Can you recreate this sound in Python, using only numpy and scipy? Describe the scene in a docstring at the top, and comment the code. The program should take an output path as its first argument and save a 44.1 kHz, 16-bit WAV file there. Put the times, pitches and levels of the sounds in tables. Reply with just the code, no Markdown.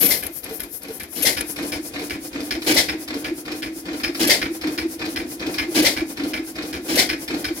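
"""An open shed, where a small air-cooled hit-and-miss engine runs on its cart.
Every third or fourth turn it gulps air, sparks and fires: noise pulses played through the ring of each part.
In between it coasts: the valve gear clanks once a turn, the slack rod and gears knock, the piston pumps
air through the open valve, and the frame drones hollowly as noise and a swaying tone.
The microphone starts by the valves, where their treble is strong, and backs away."""
import sys
import numpy as np
from scipy import signal
from scipy.fft import rfft, irfft
from scipy.io import wavfile
from scipy.ndimage import uniform_filter1d

SR = 44100
rng = np.random.default_rng(int(sys.argv[2]) if len(sys.argv) > 2 else 0)


def put_to_file(sound):
    """Save the sound as 16-bit audio at rate SR, in the file named by the first command-line argument."""
    columns = np.atleast_2d(sound).T  # one column per channel
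    safe = np.clip(columns, -1, 1)
    whole_steps = np.round(safe * 32767)
    wavfile.write(sys.argv[1], SR, whole_steps.astype(np.int16))


N = 335160
TIME = np.arange(N) / SR   # seconds
HZ = np.maximum(np.arange(N // 2 + 1) * SR / N, 1)

# All levels in these tables are relative: the functions add their own trims.
# Firings: the bang, the gulp of air and frame boom before it, and the igniter's snap
# (bang t/s, bang level/dB, gulp level/dB, gulp length t/s, boom level/dB, spark level/dB, spark lead t/s)
FIRINGS = [(0.102, -19.5, -22, 0.067, -25, -29.5, 0.044), (1.25, -14.5, -30, 0.068, -30, -21.5, 0.028),
           (2.763, -12, -16, .064, -15.5, -25, 0.022), (4.294, -10.5, -17.5, .063, -16.5, -20, .023),
           (5.846, -12.5, -16.5, 0.064, -11.5, -25, 0.023), (6.975, -11.5, -23, .11, -19, -20, 0.02)]
# Valve gear clank, once a turn, answered by a hollow note of the frame
# (t/s, level/dB, brightness level/dB, note level/dB, note delay t/s)
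CLANKS = [(0.225, -25.5, -17, -30.5, 0.079), (0.5964, -31, -11, -39, 0.084),
          (0.9976, -30.5, -11, -44, 0.08), (1.3687, -19.5, -11.5, -29.5, 0.053),
          (1.72, -25.5, -6, -24.5, 0.088), (2.0976, -23.5, -10, -39, .04), (2.508, -20.5, -5, -20, 0.074),
          (2.8854, -20.5, -10, -23, 0.066), (3.2434, -23, -12, -18, 0.08), (3.6222, -25, -8.5, -30, 0.081),
          (4.0347, -20, -6.5, -16.5, 0.063), (4.4162, -16.5, -12, -18, 0.1),
          (4.7776, -22.5, -8.5, -15, .081), (5.1602, -22, -9.5, -24, .066), (5.5828, -17, -9, -15.5, .11),
          (5.966, -20, -10.5, -16.5, .06), (6.3348, -20.5, -13, -22, 0.07),
          (6.7281, -25.5, -7.5, -26, 0.071), (7.091, -18, -8, -23.5, 0.049), (7.4435, -23, -6, -18, 0.073)]
# Thin ticks of the valve rocker (t/s, level/dB)
TICKS = [(0.235, -34.5), (0.265, -27.5), (0.441, -32), (0.602, -31), (0.633, -34), (0.831, -38),
         (0.9985, -34.5), (1.032, -33.5), (1.408, -25.5)]
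# The slack rod rattles about halfway through every coasting turn
# (t/s, level/dB, length t/s, frame boom level/dB)
RATTLES = [(0.432, -31.5, 0.061, -41), (0.819, -32, 0.064, -37.5), (1.561, -25, 0.064, -26),
           (1.9354, -23, 0.055, -27.5), (2.329, -26, 0.074, -24.5), (3.077, -25, 0.063, -25),
           (3.453, -24.5, 0.063, -29), (3.855, -27, 0.076, -25.5), (4.6125, -23.5, .058, -20.5),
           (4.9923, -22, 0.06, -26), (5.3948, -23, 0.07, -21.5), (6.1707, -25, .064, -20),
           (6.5545, -24.5, 0.068, -28), (7.278, -23.5, 0.061, -22)]
# The three knocks of a rattle
# (share of its length, level/dB, brightness level/dB, extra level at full jolt/dB)
RATTLE_KNOCKS = [(0, -11, -1.5, 22.5), (0.364, 0, -18, 0.5), (1, -9, 3, 3)]
# The governor latch knocks ahead of a firing (t/s, level/dB, brightness level/dB)
LATCH = [(2.6193, -26.5, -2), (3.9982, -27, -8), (4.147, -25, -3), (5.5411, -29, 1.5)]
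# One turn, counted from the clank
# (share of the turn, pumped air level/dB, cart thud level/dB, gear churn level/dB)
TURN = [(0, -34.5, -47, -31.5), (.09, -37, -34.5, -31.5), (.14, -41.5, -40.5, -31.5), (.2, -52, -55, -39),
        (.3, -37, -48, -44.5), (.37, -29.5, -77, -33), (.44, -31, -82, -43.5), (.52, -45.5, -49, -41.5),
        (.6, -45.5, -42.5, -29), (.67, -52, -52, -31.5), (.77, -44.5, -41.5, -28), (.87, -31, -74, -34),
        (.96, -34.5, -63, -35.5), (1, -52, -32.5, -39.5)]
# Backing away from the valves brings the crank end and frame into play
# (t/s, running gear level/dB, drone level/dB, drone f/Hz)
BACKING = [(0, -6.5, -46.5, 282), (1.05, -10, -46, 291.5), (1.5, -2.5, -34.5, 296), (2.4, -3.5, -32.5, 305),
           (3.6, -5, -32, 313), (4.4, -4, -30, 318.1), (5.7, -2.5, -30.5, 314.3), (6.7, -4.5, -32.5, 314.3),
           (7.6, -1.5, -33, 305.2)]
# Band of extra treble close to the valves (t/s, left level/dB, right level/dB, centre f/Hz)
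CLOSENESS = [(0, 26, 10, 12460), (.35, 20, 0, 13100), (.75, 19.5, 3, 12650), (1.2, 14, 1, 11900),
             (1.55, 11.5, 4, 11300), (1.9, 3.5, 1, 10300), (2.4, -0.5, 3.5, 9600), (7.6, -1, 2.5, 9300)]
# Frame resonances (f/Hz, spread f/Hz, level/dB)
FRAME = [(252.5, 9.2, -13), (285, 23.3, -6.5), (334.6, 30, -6.5)]
# Ringing of the ironwork (f/Hz, level/dB, time to fall 60 dB t/s)
IRON = [(1482, -6.5, 0.23), (1703, -1, 0.23), (2020, -9.5, 0.25), (2089, 6, 0.059), (2280, 6, 0.13),
        (2485, 3.5, 0.18), (3045, 6.5, 0.061), (3280, -19, 0.48), (4200, -32, .2), (4440, -14, 0.23),
        (4800, -14, 0.12), (5160, -43, 0.13), (5250, 7, 0.11), (5470, -19, 0.16)]
# Hollow notes of every gulp
# (f/Hz, level relative to the gulp/dB, extra level close to the valves/dB, delay t/s, width t/s)
GULP_NOTES = [(190, -18, 14.5, 0.049, 0.0145), (471, -9, 8.5, 0.043, 0.011)]

# Tone colour of each part (f/Hz, relative level/dB)
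EXHAUST = [(60, -8), (160, -13), (300, -4.5), (600, -2), (800, -8.5), (1250, -21), (2050, 3.5),
           (2700, -6.5), (4700, 1), (6300, -7.5), (8200, -12.5), (10500, -10), (16000, -20)]
INTAKE = [(60, -19), (170, -40), (300, 14.5), (420, 7.5), (600, 2.5), (1000, -4.5), (2100, 0.5), (2800, 1),
          (5000, 3.5), (8000, -6.5), (10500, -2.5), (16000, -8)]
CLATTER = [(150, -26), (500, -11), (1000, -10.5), (1550, -5), (2350, 1), (3000, -10), (4300, -4),
           (5300, -5.5), (6400, -19.5), (8300, -24), (10500, -18), (16000, -26.5)]
AIR = [(500, 0.5), (1500, -10.5), (3500, -13), (5200, -0.5), (8200, -4.5), (10000, 3.5), (12200, 0.5),
       (14000, -2.5), (16000, -3.5)]
CHURN = [(90, -29), (140, -35.5), (190, -10), (260, 7.5), (450, -1.5), (640, -0.5), (900, -8), (1300, -8),
         (2200, -9), (5000, -15.5), (8000, -22), (16000, -93)]
THUD = [(20, -26), (35, -9.5), (50, 0.5), (70, 4), (100, -7.5), (130, -10.5), (200, -17.5), (600, -64)]
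SPARK = [(500, -41), (2500, 2), (4500, 2), (8000, -4.5), (11000, 5), (13000, -1), (16000, -16)]
# How alike left and right are (f/Hz, likeness from 0 to 1)
LIKENESS = [(60, 0.9), (130, 0.9), (290, 1), (640, 0.92), (1400, 0.12), (3100, 0.063)]
# Left minus right (f/Hz, level/dB)
LEAN = [(60, -2), (92, 5), (140, -4), (210, 1.5), (330, -0.5), (500, 2), (770, 1), (1170, 1.5), (1790, -1),
        (2740, 0), (4190, 11), (6410, 7.5), (9810, 5.5), (15000, -2)]

SIDES = np.array([[1], [-1]])   # left, right
CUTOFF_HZ, TREBLE_WIDTH_HZ, RIGHT_LAG_S = 15800, 2600, 0.0001
INTAKE_LEAD_TURNS = 0.27   # the intake valve is sucked open this long before the bang
JOLT_RISE_S, JOLT_FADE_S = 0.24, 0.29
JOLT_AIR_DB, JOLT_THUD_DB, JOLT_CHURN_DB = -1.5, 3.5, 3.5
DRONE_SWING_DB, DRONE_LOUDEST_TURN = 3.5, 0.12   # the drone swells once a turn
DRONE_SWING_HZ, DRONE_HIGHEST_TURN = 7.2, 0.2734   # and its pitch sways
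CLANK_NOTE_HZ, CLANK_NOTE_S = 334.3, 0.011
# The clank's note also crowns a rattle's boom, most of all near a firing
BOOM_NOTE_DB, BOOM_NOTE_JOLT_DB, BOOM_NOTE_DELAY_S = -9.5, 20, 0.056
RATTLE_NOTE_HZ, RATTLE_NOTE_DELAY_S, RATTLE_NOTE_S = 446.4, 0.09, 0.015
RATTLE_NOTE_DB, RATTLE_NOTE_CLOSE_DB = -33, 7   # louder close to the valves


def from_db(db):
    """Turn decibels into a gain."""
    return 10 ** (np.asarray(db) / 20)


def rms_one(x):
    """Scale to an average strength (rms) of 1."""
    return x / np.sqrt(np.mean(x ** 2) + 1e-20)


def follow(rows, at):
    """Read each column of a curve table at the given places."""
    place, *columns = np.transpose(rows)
    return [np.interp(at, place, column) for column in columns]


def at_hz(points):
    """Read a short spectrum at every frequency."""
    hz, value = np.transpose(points)
    return np.interp(np.log(HZ), np.log(hz), value)


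def stereo_noise(gain):
    """Coloured noise, alike in both ears in the bass and different in the treble; rms 1."""
    mid, side = rfft(rng.standard_normal((2, N)))
    alike = np.clip(at_hz(LIKENESS), -1, 1)
    both = np.sqrt(1 + alike) * mid + np.sqrt(1 - alike) * side * SIDES
    lean = from_db(SIDES * at_hz(LEAN) / 2)
    return rms_one(irfft(both * gain * lean, N))


def noise(spectrum):
    """Stereo noise with a spectrum in dB."""
    return stereo_noise(from_db(at_hz(spectrum)))


def steady(x, span_s):
    """Even out swells slower than the span, keeping the quick beats."""
    power = uniform_filter1d(np.mean(x ** 2, axis=0), max(int(span_s * SR), 8))
    return x / np.sqrt(np.maximum(power, 1e-9))


def burst(start, rise_s, hold_s, t60):
    """A loudness curve that opens, holds and dies away, falling 60 dB in t60 seconds."""
    out = np.zeros(N)
    live = slice(max(int(start * SR), 0), int((start + hold_s + 2 * t60) * SR))
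    age = np.maximum(TIME[live] - start, 0)
    opening = 1 - np.exp(-age / rise_s)
    out[live] = opening * from_db(-60 * np.maximum(age - hold_s, 0) / t60)
    return out


def response(spectrum, early_t60, shed_db, shed_t60, iron_db):
    """What one click on a part gives: a dense early ring, the iron's notes and the shed's tail; energy 1."""
    t = TIME[:SR // 2]
    hz_short = np.fft.rfftfreq(len(t), 1 / SR)
    fade = from_db(-60 * t / early_t60) + from_db(shed_db - 60 * t / shed_t60)
    dense = rfft(noise(spectrum)[:, :len(t)] * fade)
    # keep the fine random ripple, but make the broad colour follow the spectrum
    colour = from_db(np.interp(hz_short, HZ, at_hz(spectrum))) ** 2
    wanted = uniform_filter1d(colour, size=140)
    present = uniform_filter1d(np.mean(abs(dense) ** 2, axis=0), size=140)
    dense = irfft(dense * np.sqrt(abs(wanted / present)), len(t)) * (t < t[-1] / 2)
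    modes = 0
    for hz, db, t60 in IRON:
        lean = from_db(np.interp(hz, HZ, at_hz(LEAN)) * SIDES / 2)
        wave = np.sin(2 * np.pi * (hz * t + rng.random((2, 1))))
        modes = modes + lean * from_db(db - 60 * t / t60) * wave
    return rms_one(rms_one(dense) + from_db(iron_db) * rms_one(modes)) / np.sqrt(len(t))


def sound(force, ring):
    """Play a force through the ring of a part (convolution)."""
    return signal.fftconvolve(force[None], ring, axes=1)[:, :N]


def chatter(per_s, spread_db=3.5):
    """Tiny contacts or puffs of uneven size at random moments; rms 1."""
    sizes = from_db(spread_db * np.clip(rng.standard_normal(N), -2, 2)) * rng.choice([-1, 1], N)
    return rms_one((rng.random(N) < per_s / SR) * sizes)


def turn_starts():
    """The moments at which turns begin: one at each clank, and one more at either end."""
    beats = np.array(CLANKS)[:, 0]
    return np.concatenate([[2 * beats[0] - beats[1]], beats, [2 * beats[-1] - beats[-2]]])


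def crank(at):
    """Turns of the crank made by the given times."""
    beats = turn_starts()
    return np.interp(at, beats, np.arange(len(beats)))


def intake_time(bang_s):
    """When the intake valve opens for a bang, counted back in crank turns."""
    beats = turn_starts()
    return np.interp(crank(bang_s) - INTAKE_LEAD_TURNS, np.arange(len(beats)), beats)


def jolt(at):
    """How hard the gear is shaken: 1 at a firing, building up before it and fading after."""
    shakes = [np.exp(-np.maximum((s - at) / JOLT_RISE_S, (at - s) / JOLT_FADE_S)) for s, *_ in FIRINGS]
    return np.max(shakes, axis=0)


def nearness(s):
    """1 with the microphone by the valves, about 0 once it has backed away."""
    left_db, _, _ = follow(CLOSENESS, s)
    return left_db / CLOSENESS[0][1]


def coasting():
    """The crank angle times the piston's hiss, the cart's thuds and the gears' churn; firings shift their levels."""
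    gear_db, _, _ = follow(BACKING, TIME)
    effort_db = gear_db + np.outer([JOLT_AIR_DB, JOLT_THUD_DB, JOLT_CHURN_DB], jolt(TIME))
    air, thud, churn = from_db(np.array(follow(TURN, crank(TIME) % 1)) + effort_db)
    hiss = air * noise(AIR)
    cart = thud * steady(noise(THUD), span_s=0.037)
    gear_ring = response(CHURN, early_t60=0.084, shed_db=-26, shed_t60=0.56, iron_db=-41.0)
    gears = sound(churn * chatter(900), gear_ring)
    return hiss + cart + gears


def frame(tone_db=-1.5, level_db=-3.5, boom_delay_s=0.025):
    """The frame drones among three close resonances, swaying with the crank; rattles and gulps make it boom."""
    gain = sum(from_db(db) / (1 + ((HZ - hz) / (0.6 * spread)) ** 2) for hz, spread, db in FRAME)
    _, drone_db, drone_hz = follow(BACKING, TIME)
    turns = crank(TIME)
    pitch = drone_hz + DRONE_SWING_HZ * np.cos(2 * np.pi * (turns - DRONE_HIGHEST_TURN))
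    sway = from_db(drone_db + DRONE_SWING_DB * np.cos(2 * np.pi * (turns - DRONE_LOUDEST_TURN)))
    booms = np.zeros(N)
    for s, *_, db in RATTLES:
        booms += from_db(db) * burst(s + boom_delay_s, rise_s=0.004, hold_s=0.07, t60=0.16)
    for s, *_, db, _, _ in FIRINGS:
        booms += from_db(db) * burst(intake_time(s), rise_s=0.017, hold_s=0.069, t60=0.19)
    tone = np.sqrt(2) * np.sin(2 * np.pi * (np.cumsum(pitch) / SR + rng.random()))
    drone = steady(stereo_noise(gain) + from_db(tone_db) * tone, span_s=0.093)
    return from_db(level_db) * np.hypot(sway, booms) * drone


def intake_and_spark(fade_t60=0.84, leak_db=-6):
    """The intake gulps until its valve seats, air squeezes on past the piston, and the spark snaps."""
    gulp, snap = np.zeros(N), np.zeros(N)
    for bang_s, _, gulp_db, length_s, _, spark_db, lead_s in FIRINGS:
        s = intake_time(bang_s)
        suck = burst(s, 0.014, length_s, 0.024) * burst(s, 0.00033, 0.0078, fade_t60)
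        leak = from_db(leak_db) * burst(s + length_s, 0.018, 0.044, 0.074)
        gulp += from_db(gulp_db) * (suck + leak)
        snap += from_db(spark_db) * burst(bang_s - lead_s, 0.00041, 0.0096, 0.11)
    intake_ring = response(INTAKE, early_t60=0.012, shed_db=-32, shed_t60=0.23, iron_db=-6.5)
    spark_ring = response(SPARK, early_t60=0.011, shed_db=-18, shed_t60=0.072, iron_db=-13)
    intake = sound(gulp * chatter(4500, spread_db=2.5), intake_ring)
    return from_db(3.0) * intake + sound(snap * chatter(6000), spark_ring)


def note(s, hz, db, width_s):
    """A short hollow note: a sine that swells and fades in a bell-shaped curve."""
    out, live = np.zeros(N), abs(TIME - s) < 4 * width_s
    bell = np.exp(-((TIME[live] - s) / width_s) ** 2)
    out[live] = from_db(db) * bell * np.sin(2 * np.pi * (hz * TIME[live] + rng.random()))
    return out


def hollow_notes():
    """Gulps, clanks and rattles are each followed by short hollow notes."""
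    out = np.zeros(N)
    for s, _, gulp_db, *_ in FIRINGS:
        for hz, db, close_db, delay_s, width_s in GULP_NOTES:
            out += note(intake_time(s) + delay_s, hz, gulp_db + db + close_db * nearness(s), width_s)
    for s, *_, db, delay_s in CLANKS:
        out += note(s + delay_s, CLANK_NOTE_HZ, db, CLANK_NOTE_S)
    for s, *_, boom_db in RATTLES:
        crown_db = boom_db + BOOM_NOTE_DB + BOOM_NOTE_JOLT_DB * jolt(s)
        out += note(s + BOOM_NOTE_DELAY_S, CLANK_NOTE_HZ, crown_db, CLANK_NOTE_S)
        rattle_db = RATTLE_NOTE_DB + RATTLE_NOTE_CLOSE_DB * nearness(s)
        out += note(s + RATTLE_NOTE_DELAY_S, RATTLE_NOTE_HZ, rattle_db, RATTLE_NOTE_S)
    return out


def port_thump(hz, width_s, lead_s, level_db):
    """A short pressure pulse as the exhaust valve cracks open."""
    out = np.zeros(N)
    for s, db, *_ in FIRINGS:
        bell = np.exp(-np.minimum(((TIME - s + lead_s) / width_s) ** 2, 50))
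        out += from_db(db + level_db) * bell * np.sin(2 * np.pi * hz * (TIME - s))
    return out


def exhaust():
    """The hot charge cracks out of the port, and swells as the valve lifts fully."""
    blast = np.zeros(N)
    for s, db, *_ in FIRINGS:
        crack = 0.84 * burst(s, 0.00045, 0.016, 0.21)
        swell = 0.5 * burst(s + 0.0076, 0.0056, 0.0067, 0.19)
        blast += from_db(db) * (crack + swell)
    ring = response(EXHAUST, early_t60=0.037, shed_db=-15.0, shed_t60=0.22, iron_db=-13.5)
    bark = sound(blast * chatter(1900, spread_db=2.5), ring)
    return bark + port_thump(hz=544, width_s=0.0031, lead_s=0.001, level_db=-4.0)


def blows(rows, ring, level_db, bright_db, hold_s, rattle_t60, bounce_s, bounce_db, strike_db, swell_s):
    """Each blow is a hard, bright strike and a brief rattle that bounces once; the dull part swells in slower."""
    contacts, dull, bright = chatter(1100, spread_db=1.0), np.zeros(N), np.zeros(N)
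    for s, db, brightness, *_ in rows:
        bounce = from_db(bounce_db) * burst(s + bounce_s, 0.002, hold_s / 2, rattle_t60)
        heavy = burst(s - swell_s / 2, swell_s, hold_s, rattle_t60)
        dull += from_db(db + level_db) * (heavy + bounce) * contacts
        force = (burst(s, 0.00033, hold_s, rattle_t60) + bounce) * contacts
        force[round(s * SR)] += from_db(strike_db)
        bright += from_db(db + level_db + brightness + bright_db) * force
    # the dull part sounds below 3300 Hz, the bright part above
    low, high = (signal.butter(3, 3300, kind, fs=SR, output="sos") for kind in ("low", "high"))
    return sound(signal.sosfilt(low, dull + 1e-18) + signal.sosfilt(high, bright + 1e-18), ring)


def rod_knocks():
    """Every rattle of the slack rod is three knocks; the first gains most near a firing."""
    return [(s + share * length, db + knock_db + jolt_db * jolt(s), brightness)
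            for s, db, length, _ in RATTLES
            for share, knock_db, brightness, jolt_db in RATTLE_KNOCKS]


def ironwork():
    """Clanks, knocks and rocker ticks: sudden contacts, each kind with a ring of its own."""
    gear_ring = response(CLATTER, early_t60=0.01, shed_db=-21.5, shed_t60=0.37, iron_db=-6.5)
    rod_ring = response(CLATTER, early_t60=0.017, shed_db=-14.5, shed_t60=0.26, iron_db=-17.0)
    tick_ring = response(SPARK, early_t60=0.0038, shed_db=-43, shed_t60=0.13, iron_db=-30)
    clanks = blows(CLANKS, gear_ring, level_db=2.5, bright_db=3.0, hold_s=0.012, rattle_t60=0.09,
                   bounce_s=0.0363, bounce_db=-10.5, strike_db=20, swell_s=0.0063)
    knocks = blows(rod_knocks() + LATCH, rod_ring, level_db=1.0, bright_db=1.0, hold_s=0.0065,
                   rattle_t60=0.059, bounce_s=0.026, bounce_db=-7.5, strike_db=20, swell_s=0.0055)
    taps = sum(from_db(db - 1.5) * burst(s, 0.00038, 0.0026, 0.029) for s, db in TICKS)
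    return clanks + knocks + sound(taps * chatter(6000), tick_ring)


def at_microphone(x, share):
    """Near the valves a band of treble is lifted, mostly on the left; it sinks as the microphone backs away."""
    spectrum = rfft(x)
    spectrum[1] *= np.exp(-2j * np.pi * HZ * RIGHT_LAG_S)   # delay the right ear
    left_db, right_db, centre = follow(CLOSENESS, TIME)
    out, step = irfft(spectrum, N), 1500
    # overlapping bands from 6000 to 16500 Hz, each with its own moving gain
    for hz in step * np.arange(4, 12):
        band = irfft(spectrum * np.maximum(1 - abs(HZ - hz) / step, 0), N)
        nearby = 1 + ((hz - centre) / TREBLE_WIDTH_HZ) ** 2
        lift = from_db(share * np.array([left_db, right_db]) / nearby)
        out += band * (lift - 1)
    return out


def scene():
    """The whole engine; the exhaust port points away from the microphone and gains less from being near."""
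    engine = coasting() + frame() + intake_and_spark() + hollow_notes() + ironwork()
    return at_microphone(engine, share=0.96) + at_microphone(exhaust(), share=0.84)


def record(dry):
    """The lowest rumble is lost, peaks are rounded, the top is cut."""
    thin = signal.sosfilt(signal.butter(3, 36, "high", fs=SR, output="sos"), dry)
    rounded = 1.094 * np.tanh(thin / 1.102)
    return signal.sosfilt(signal.ellip(10, 0.1, 80, CUTOFF_HZ, fs=SR, output="sos"), rounded)


dry = scene()
out = record(dry)
put_to_file(out)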